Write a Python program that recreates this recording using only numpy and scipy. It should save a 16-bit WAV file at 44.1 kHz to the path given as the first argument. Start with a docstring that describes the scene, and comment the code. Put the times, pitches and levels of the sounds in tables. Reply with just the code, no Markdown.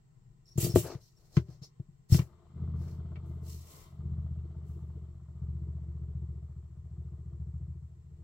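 """Over the hum of a quiet room, skin and sleeve brush and knocks sound close by: fingers pick a wooden
top off a hard board, set it down and twirl it. Its uneven tip bumps the board three times a turn and
drives the low modes into a rumble. Friction slows the top evenly, and the rumble swells once in each
slow circle of its leaning axis (precession). The tip grinds faintly, snaps grit and chirps."""
import sys
import numpy as np
from scipy import signal
from scipy.fft import rfft, irfft
from scipy.io import wavfile
from scipy.ndimage import uniform_filter1d

SR = 44100
rng = np.random.default_rng(int(sys.argv[2]) if len(sys.argv) > 2 else 0)


def store_pcm(level_fs):
    """Save levels as 16-bit WAV."""
    pcm = np.round(np.clip(level_fs, -1, 1) * 32767).astype(np.int16)
    wavfile.write(sys.argv[1], SR, np.atleast_2d(pcm).T)


N = 362943
T = np.arange(N) / SR

# Noise spectra. Each row: frequency in Hz, relative spectral density in dB.
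ROOM_SPECTRUM = [(15, -59.5), (25, 3), (75, -11), (133, 5), (281, -29.5), (399, -20.5), (509, -33.5),
                 (1340, -38), (1620, -38.5), (2170, -45), (2490, -46), (4040, -48), (6400, -48),
                 (7600, -39.5), (9300, -61.5), (15500, -54.5)]
HISS_SPECTRUM = [(400, -3), (1000, -21), (1800, -14), (3000, -6.5), (4600, -9), (7500, -0.5), (9500, -7.5),
                 (12000, -4), (15500, -5)]
BRUSH_SPECTRUM = [(150, -24), (330, 3), (620, -2.5), (1000, -13.5), (1500, -15.5), (3000, -24),
                  (8000, -51.5)]
TICK_SPECTRUM = [(300, 6), (900, 3.5), (1400, 7), (2000, 2), (3500, -0.5), (7000, -10.5), (10000, -30),
                 (15500, -27)]
DRY_FRICTION_SPECTRUM = [(700, -21), (1050, 1.5), (1230, -2), (1500, -11.5), (1800, -23), (2050, -6),
                         (2500, -18.5), (3200, -9), (4500, -16), (7000, -37), (12000, -47)]
SKIN_SPECTRUM = [(2500, -22), (4300, -.5), (5400, 1), (6200, -1), (7500, -10), (9000, -35),
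                 (10600, -22.5), (12000, -35.5)]
# Normal modes of the board. Each row: frequency in Hz, bandwidth in Hz, gain in dB, polarity.
BOARD_MODES = [(75, 18.1, 13.5, -1), (78.66, 16.4, 14, 1), (113.2, 12, -3.5, -1), (125.2, 24.6, -2, 1),
               (152, 14.1, -8, 1), (164.2, 11, -11.5, 1), (343.9, 25, -2, 1), (384, 7.2, -12, 1),
               (418, 24, -11, 1), (603, 15, -13.5, 1), (637.5, 37, -13.5, 1), (873, 22, -16, 1),
               (1035, 20, -24, 1), (1096, 130, -26.5, 1), (1173, 39, -22.5, 1)]
# Skin and sleeve slide. Each row: start, rise, hold and fade in seconds, then gains in dB of
# hiss, skin rasp and scrape on the board.
SLIDES = [(0.437, 0.028, 0.16, 0.15, -81, -65, -76.5), (0.573, 0.0042, 0.019, 0.013, -43.5, -53, -44),
          (0.589, 0.016, 0.051, 0.064, -35, -48, -48.5), (0.669, 0.0072, 0.078, 0.071, -58, -47, -52.5),
          (0.751, 0.0021, 0.037, 0.14, -39, -73.5, -44.5), (0.818, 0.037, 0.067, 0.094, -91, -48, -40.5),
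          (0.995, 0.022, 0.042, 0.21, -74, -59, -91), (1.136, 0.05, 0.2, 0.16, -79.5, -69.5, -71),
          (1.305, 0.052, 0.011, 0.075, -67.5, -50.5, -58.5), (1.44, 0.068, 0.013, 0.16, -77, -60, -60.5),
          (1.612, 0.014, 0.022, 0.06, -70.5, -47, -61), (2.08, 0.053, 0.013, 0.021, -40.5, -34.5, -45.5),
          (2.142, 0.011, 0.016, 0.052, -44, -37.5, -49), (2.174, 0.011, 0.01, 0.12, -59, -55, -44.5),
          (2.692, 0.13, 0.11, 0.12, -73.5, -64, -60), (3.233, 0.028, 0.051, 0.29, -78.5, -89, -84),
          (3.398, 0.1, 0.02, 0.32, -57, -52, -73), (3.539, 0.18, 0.092, 0.16, -62, -60, -59.5),
          (4.61, 0.062, 0.054, 0.43, -78, -81.5, -86)]
# The stem squeaks between fingertips. Each row: start and length in seconds, pitch in Hz, gain in dB.
STEM_SQUEAKS = [(0.455, 0.0057, 5500, -61), (0.468, 0.037, 5450, -59), (0.498, 0.046, 5600, -61),
                (0.575, 0.016, 7200, -37), (0.633, 0.04, 4603, -41.5), (0.684, .05, 5450, -45),
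                (1.02, 0.032, 5750, -65), (1.159, 0.027, 5500, -70.5), (1.624, 0.03, 5150, -53),
                (2.121, 0.015, 5350, -34), (2.128, 0.015, 5330, -38)]
# Top and fingers knock. Each row: start in seconds, thud gain in dB, thud pitch in Hz,
# ring gain in dB, contact hardness in Hz, tick gain in dB.
IMPACTS = [(.555, -33.5, 134, -19, 140, -76.5), (0.577, -16.5, 126, -6, 316, -71),
           (0.627, -20, 118, -10, 310, -52), (0.644, -21, 127, -6, 283, -46),
           (0.664, -27, 314, -8, 417, -59), (0.693, -26, 126, -13, 332, -66),
           (.738, -18, 120, -11.5, 217.6, -73), (.758, -5, 361, 1.5, 787, -32.5),
           (0.7641, -14.5, 112.2, -5, 600, -60), (0.833, -43, 123, -12.5, 161, -74),
           (.949, -30, 123, -27, 183, -51.5), (1.3683, -11, 140, -2, 295, -31.5),
           (1.484, -43.5, 141, -18, 163, -64), (1.615, -37.5, 133, -37, 175.6, -71),
           (1.796, -28.5, 129.6, -30, 380, -74.5), (1.885, -44.5, 144, -38, 150, -82),
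           (2.098, -31.5, 125, -26, 174, -65), (2.119, -7, 110.3, 0.5, 150, -45),
           (2.144, -13.5, 140, -2.5, 237, -33.5), (2.191, -17.5, 131, -7.5, 195, -35),
           (2.215, -33, 130, -35, 170, -47)]
# Dry, mid-pitched scuffs of the tip or a brushing sleeve.
# Each row: start, rise, hold and fade in seconds, gain in dB.
DRY_SCUFFS = [(1.364, 0.0043, 0.0071, .04, -50.5), (1.42, .05, 0.29, .2, -86), (3.45, .3, .11, .15, -69)]
# Grains snap under the tip. Each row: start in seconds, gain in dB.
GRIT_SNAPS = [(2.879, -53), (3.157, -43)]
# The main, second and third bump. Each entry: place round the tip in turns.
BUMP_PLACES = [.788, .121, .419]
# One swell for each circle of the axis. Each row: start, rise, hold and fade in seconds, then gains in
# dB of the main bump, its opening surge, the second and third bump against the main, and the grinding.
PRECESSION_SWELLS = [(2.432, .17, 0.933, 0.21, -17.5, 7.5, -10.5, -6, 1.5),
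                     (3.739, 0.29, 0.93, 0.9, -18.5, 7.5, -5, -6.5, 0.5),
                     (5.15, 0.29, 0.86, 1.56, -16, 2, -10.5, -8, 0.5),
                     (6.6, 0.37, 0.66, 1.04, -16.5, -2.5, -10.5, -13, -1),
                     (7.95, 0.3, .3, 1.2, -26, -1, -12, -8, 1)]

SPIN_START_S, START_TURNS_PER_S, SLOWING_TURNS_PER_S2 = 2.271, 16.556, .467
PRECESSION_S, CONTACT_SWING_TURNS = 1.43, .0333
SURGE_AFTER_RISE_S, SURGE_WIDTH_S = .12, .26
MAIN_BUMP_FLOOR_DB, GRIND_FLOOR_DB = -37.5, -9
CHIRP_SPAN_S, CHIRP_RANGE_HZ = (4.1, 5.05), (2700, 3700)


def undb(db):
    """Amplitude grows tenfold for every 20 dB."""
    return 10 ** (np.asarray(db) / 20)


def unit(x):
    """Normalisation to rms 1."""
    return x / np.sqrt(np.mean(x ** 2))


def noise(spectrum):
    """Spectral shaping gives two independent noises of one colour, rms 1."""
    hz, db = np.transpose(spectrum)
    bins_hz = np.maximum(np.fft.rfftfreq(N, 1 / SR), 1)
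    gain = undb(np.interp(np.log(bins_hz), np.log(hz), db))
    return unit(irfft(rfft(rng.standard_normal((2, N))) * gain, N))


def flicker(rate_hz):
    """Interpolated random values fluctuate with a spread near 1."""
    count = int(N / SR * rate_hz) + 2
    return 1.2 * np.interp(T * rate_hz, np.arange(count), rng.standard_normal(count))


def cut(x, hz, kind, order=2):
    """A maximally flat low-pass or high-pass filter."""
    return signal.sosfilt(signal.butter(order, hz, kind, fs=SR, output="sos"), x + 1e-18)


def add(track, start, sound):
    """Superposition of a short sound on a track."""
    i = int(start * SR)
    track[..., i:i + sound.shape[-1]] += sound[..., :max(N - i, 0)]


def stroke(start, rise, hold, fade):
    """An envelope rises, holds, then decays exponentially by 30 dB per fade time."""
    attack = np.clip((T - start) / rise, 0, 1) ** 2
    return attack * undb(-30 * np.clip((T - start - rise - hold) / fade, 0, 10))


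def pan(x, left_db, shade=.2):
    """Level difference gives direction; the shaded share reaches the right later and duller."""
    right = (1 - shade) * x + shade * cut(x, 170, "low", order=1)
    return np.array([x, right]) * undb(np.array([[left_db], [-left_db]]) / 2)


def room():
    """Ambient noise: a wavering hum, coherent on both sides, under steady diffuse air."""
    air = noise(ROOM_SPECTRUM) * undb(-61)
    hum = cut(air[0], 380, "low") * undb(1 + 3 * flicker(11))
    return pan(hum, left_db=5.5), undb(4) * cut(air, 320, "high")


def reflections(air):
    """Early reflections from close walls interfere with the direct sound and colour each side."""
    t = T[:SR // 16]
    echoes = rng.standard_normal((2, len(t))) * np.exp(-t / .012)
    echoes /= np.sqrt(np.sum(echoes ** 2, axis=1, keepdims=True))
    return .7 * air + .7 * signal.fftconvolve(air, echoes, axes=1)[:, :N]


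def board(force):
    """Modal superposition: the board's response is the sum of its resonances."""
    return sum(sign * undb(db) * signal.lfilter(*signal.iirpeak(hz, hz / width, fs=SR), force + 1e-18)
               for hz, width, db, sign in BOARD_MODES)


def scraping(low_hz, high_hz):
    """Uneven friction is a random force that excites the board's upper modes; rms 1."""
    roughness = undb(4 * flicker(220))
    force = cut(rng.standard_normal(N) * roughness, low_hz, "high", order=6)
    return unit(board(cut(force, high_hz, "low", order=6)))


def chirp(length, hz):
    """Stick-slip oscillation gives a short trembling note with a weak second harmonic."""
    count = int(length * SR)
    tremble = uniform_filter1d(rng.standard_normal(count), size=40)
    phase = 2 * np.pi * np.cumsum(hz * (1 + .13 * tremble)) / SR
    return np.hanning(count) * (np.sin(phase) + undb(-20) * np.sin(2 * phase))


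def rubbing():
    """Sliding friction of skin and cloth hisses, squeaks and scrapes the board."""
    hiss, rasp, scrape = np.zeros((3, N))
    for *timing, hiss_db, rasp_db, scrape_db in SLIDES:
        slide = stroke(*timing)
        hiss += undb(hiss_db) * slide
        rasp += undb(rasp_db) * slide
        scrape += undb(scrape_db) * slide
    skin = undb(-11.5) * noise(SKIN_SPECTRUM)
    air = (hiss * noise(HISS_SPECTRUM) + rasp * skin) * undb(2 * flicker(250))
    for start, length, hz, db in STEM_SQUEAKS:
        add(air, start, undb(db) * chirp(length, hz))
    wood = undb(-10.5) * scraping(low_hz=274, high_hz=1420) + undb(-6.5) * noise(BRUSH_SPECTRUM)[0]
    return pan(scrape * wood, left_db=5), air


def contact_force(hardness_hz):
    """A smooth pulse of constant impulse: the harder the contact, the shorter it lasts."""
    t = T[:SR // 20]
    force = t ** 4 * np.exp(-4 * np.pi * hardness_hz * t)
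    return force / force.sum() * SR / 700


def knocks():
    """Impact excitation: each knock thuds, sets the board ringing and ticks at the contact."""
    thuds, force, ticks = np.zeros((3, N))
    t = T[:SR // 4]
    for start, thud_db, thud_hz, ring_db, hardness_hz, tick_db in IMPACTS:
        age = t * thud_hz / 1.033  # the thud crests after about one cycle
        swell = (age * np.exp(1 - age)) ** 2.7
        add(thuds, start, undb(thud_db) * swell * np.sin(2 * np.pi * thud_hz * t))
        add(force, start + .0022, undb(ring_db) * contact_force(hardness_hz))
        add(ticks, start, undb(tick_db) * (np.exp(-t / .003) + .012 * np.exp(-t / .0064)))
    ring = board(cut(force, 112, "high", order=4))  # the hand on the top damps the deepest modes
    body = undb(-.2) * pan(thuds + ring, left_db=2.3, shade=.35)
    return body, noise(TICK_SPECTRUM) * ticks


def motion():
    """Uniform deceleration with precession: turns of the tip, circles of the axis, turns/s lost."""
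    age = np.maximum(T - SPIN_START_S, 0)
    speed_lost = SLOWING_TURNS_PER_S2 * age
    circles = age / PRECESSION_S
    swing = CONTACT_SWING_TURNS * np.sin(2 * np.pi * circles)  # the lean shifts the contact on the tip
    turns = (START_TURNS_PER_S - speed_lost / 2) * age - swing
    return turns, circles, speed_lost


def contact_loads(circles):
    """Precession modulates how hard the three bumps and the grinding bear on the board."""
    main, second, third, grind = np.zeros((4, N))
    for start, rise, hold, fade, main_db, surge_db, second_db, third_db, grind_db in PRECESSION_SWELLS:
        swell = stroke(start, rise, hold, fade)
        surge = np.exp(-((T - start - rise - SURGE_AFTER_RISE_S) / SURGE_WIDTH_S) ** 2)
        load = swell * undb(main_db + surge_db * surge)
        main += load
        second += load * undb(second_db)
        third += load * undb(third_db)
        grind += swell * undb(grind_db)
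    lean = undb(2 * np.cos(4 * np.pi * (circles - .27)))  # the lesser bumps bear harder twice a circle
    bump_loads = np.maximum(main, undb(MAIN_BUMP_FLOOR_DB)), second * lean, third * lean
    return bump_loads, np.maximum(grind, undb(GRIND_FLOOR_DB))


def dry_friction(friction):
    """Friction noise: the tip hisses, snaps grit and chirps; the tip or a brushing sleeve scuffs."""
    scuffs = sum(undb(db) * stroke(*timing) for *timing, db in DRY_SCUFFS)
    air = noise(DRY_FRICTION_SPECTRUM) * (undb(-10.5) * friction + scuffs)
    t = T[:2000]
    for start, db in GRIT_SNAPS:
        burst = cut(rng.standard_normal((2, len(t))), 910, "high")
        add(air, start, undb(db) * cut(burst, 2770, "low", order=4) * np.exp(-t / .0075))
    lowest, highest = np.transpose([CHIRP_SPAN_S, CHIRP_RANGE_HZ, (0, 1)])
    for start, hz, strength in rng.uniform(lowest, highest, size=(40, 3)):
        add(air, start, undb(-7) * strength * friction[int(start * SR)] * chirp(.0092, hz))
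    return air


def grinding(turns, load, speed_lost):
    """Friction at the tip peaks just after the main bump and grows weaker and duller as the top slows."""
    pulse = undb(1.5 * np.cos(2 * np.pi * (turns - BUMP_PLACES[0] - .2))) * (T > SPIN_START_S)
    low = pulse * load ** 1.1 * undb(-61 - 3 * speed_lost)
    high = pulse * load ** .52 * undb(-66 - 5.5 * speed_lost)
    wood = low * scraping(low_hz=254, high_hz=480) + high * scraping(low_hz=540, high_hz=1400)
    return pan(wood, left_db=3.5, shade=.3), dry_friction(high)


def rumble(turns, bump_loads, speed_lost):
    """Forced vibration: three rounded impulses a turn drive the low modes of the board."""
    force = np.zeros(N)
    for place, load in zip(BUMP_PLACES, bump_loads):
        hits = np.flatnonzero(np.diff(np.floor(turns - place)))
        force[hits] += load[hits] * undb(1.4 * rng.standard_normal(len(hits)))
    rounded = signal.sosfiltfilt(signal.butter(3, [46, 190], "band", fs=SR, output="sos"), force)
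    edge = signal.sosfiltfilt(signal.butter(2, [190, 265], "band", fs=SR, output="sos"), force)
    edge *= undb(4.5 - 9.5 * speed_lost)  # fast bumps have a harder edge
    return pan(undb(35) * board(rounded + edge), left_db=1, shade=.15)


def spinning_top():
    """One rotation modulates both rumble and grinding, so they keep in step."""
    turns, circles, speed_lost = motion()
    bump_loads, grind_load = contact_loads(circles)
    grind, air = grinding(turns, grind_load, speed_lost)
    return rumble(turns, bump_loads, speed_lost) + grind, air


def scene():
    """Each source gives a low body and an airborne treble; only the treble gains reflections."""
    bodies, airs = zip(spinning_top(), knocks(), rubbing(), room())
    return sum(bodies) + undb(2.5) * reflections(sum(airs))


def record(dry):
    """Band limiting: a steep low-pass removes the treble above 15.8 kHz."""
    return signal.sosfilt(signal.ellip(10, .2, 80, 15800, fs=SR, output="sos"), dry)


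dry = scene()
out = record(dry)
store_pcm(out)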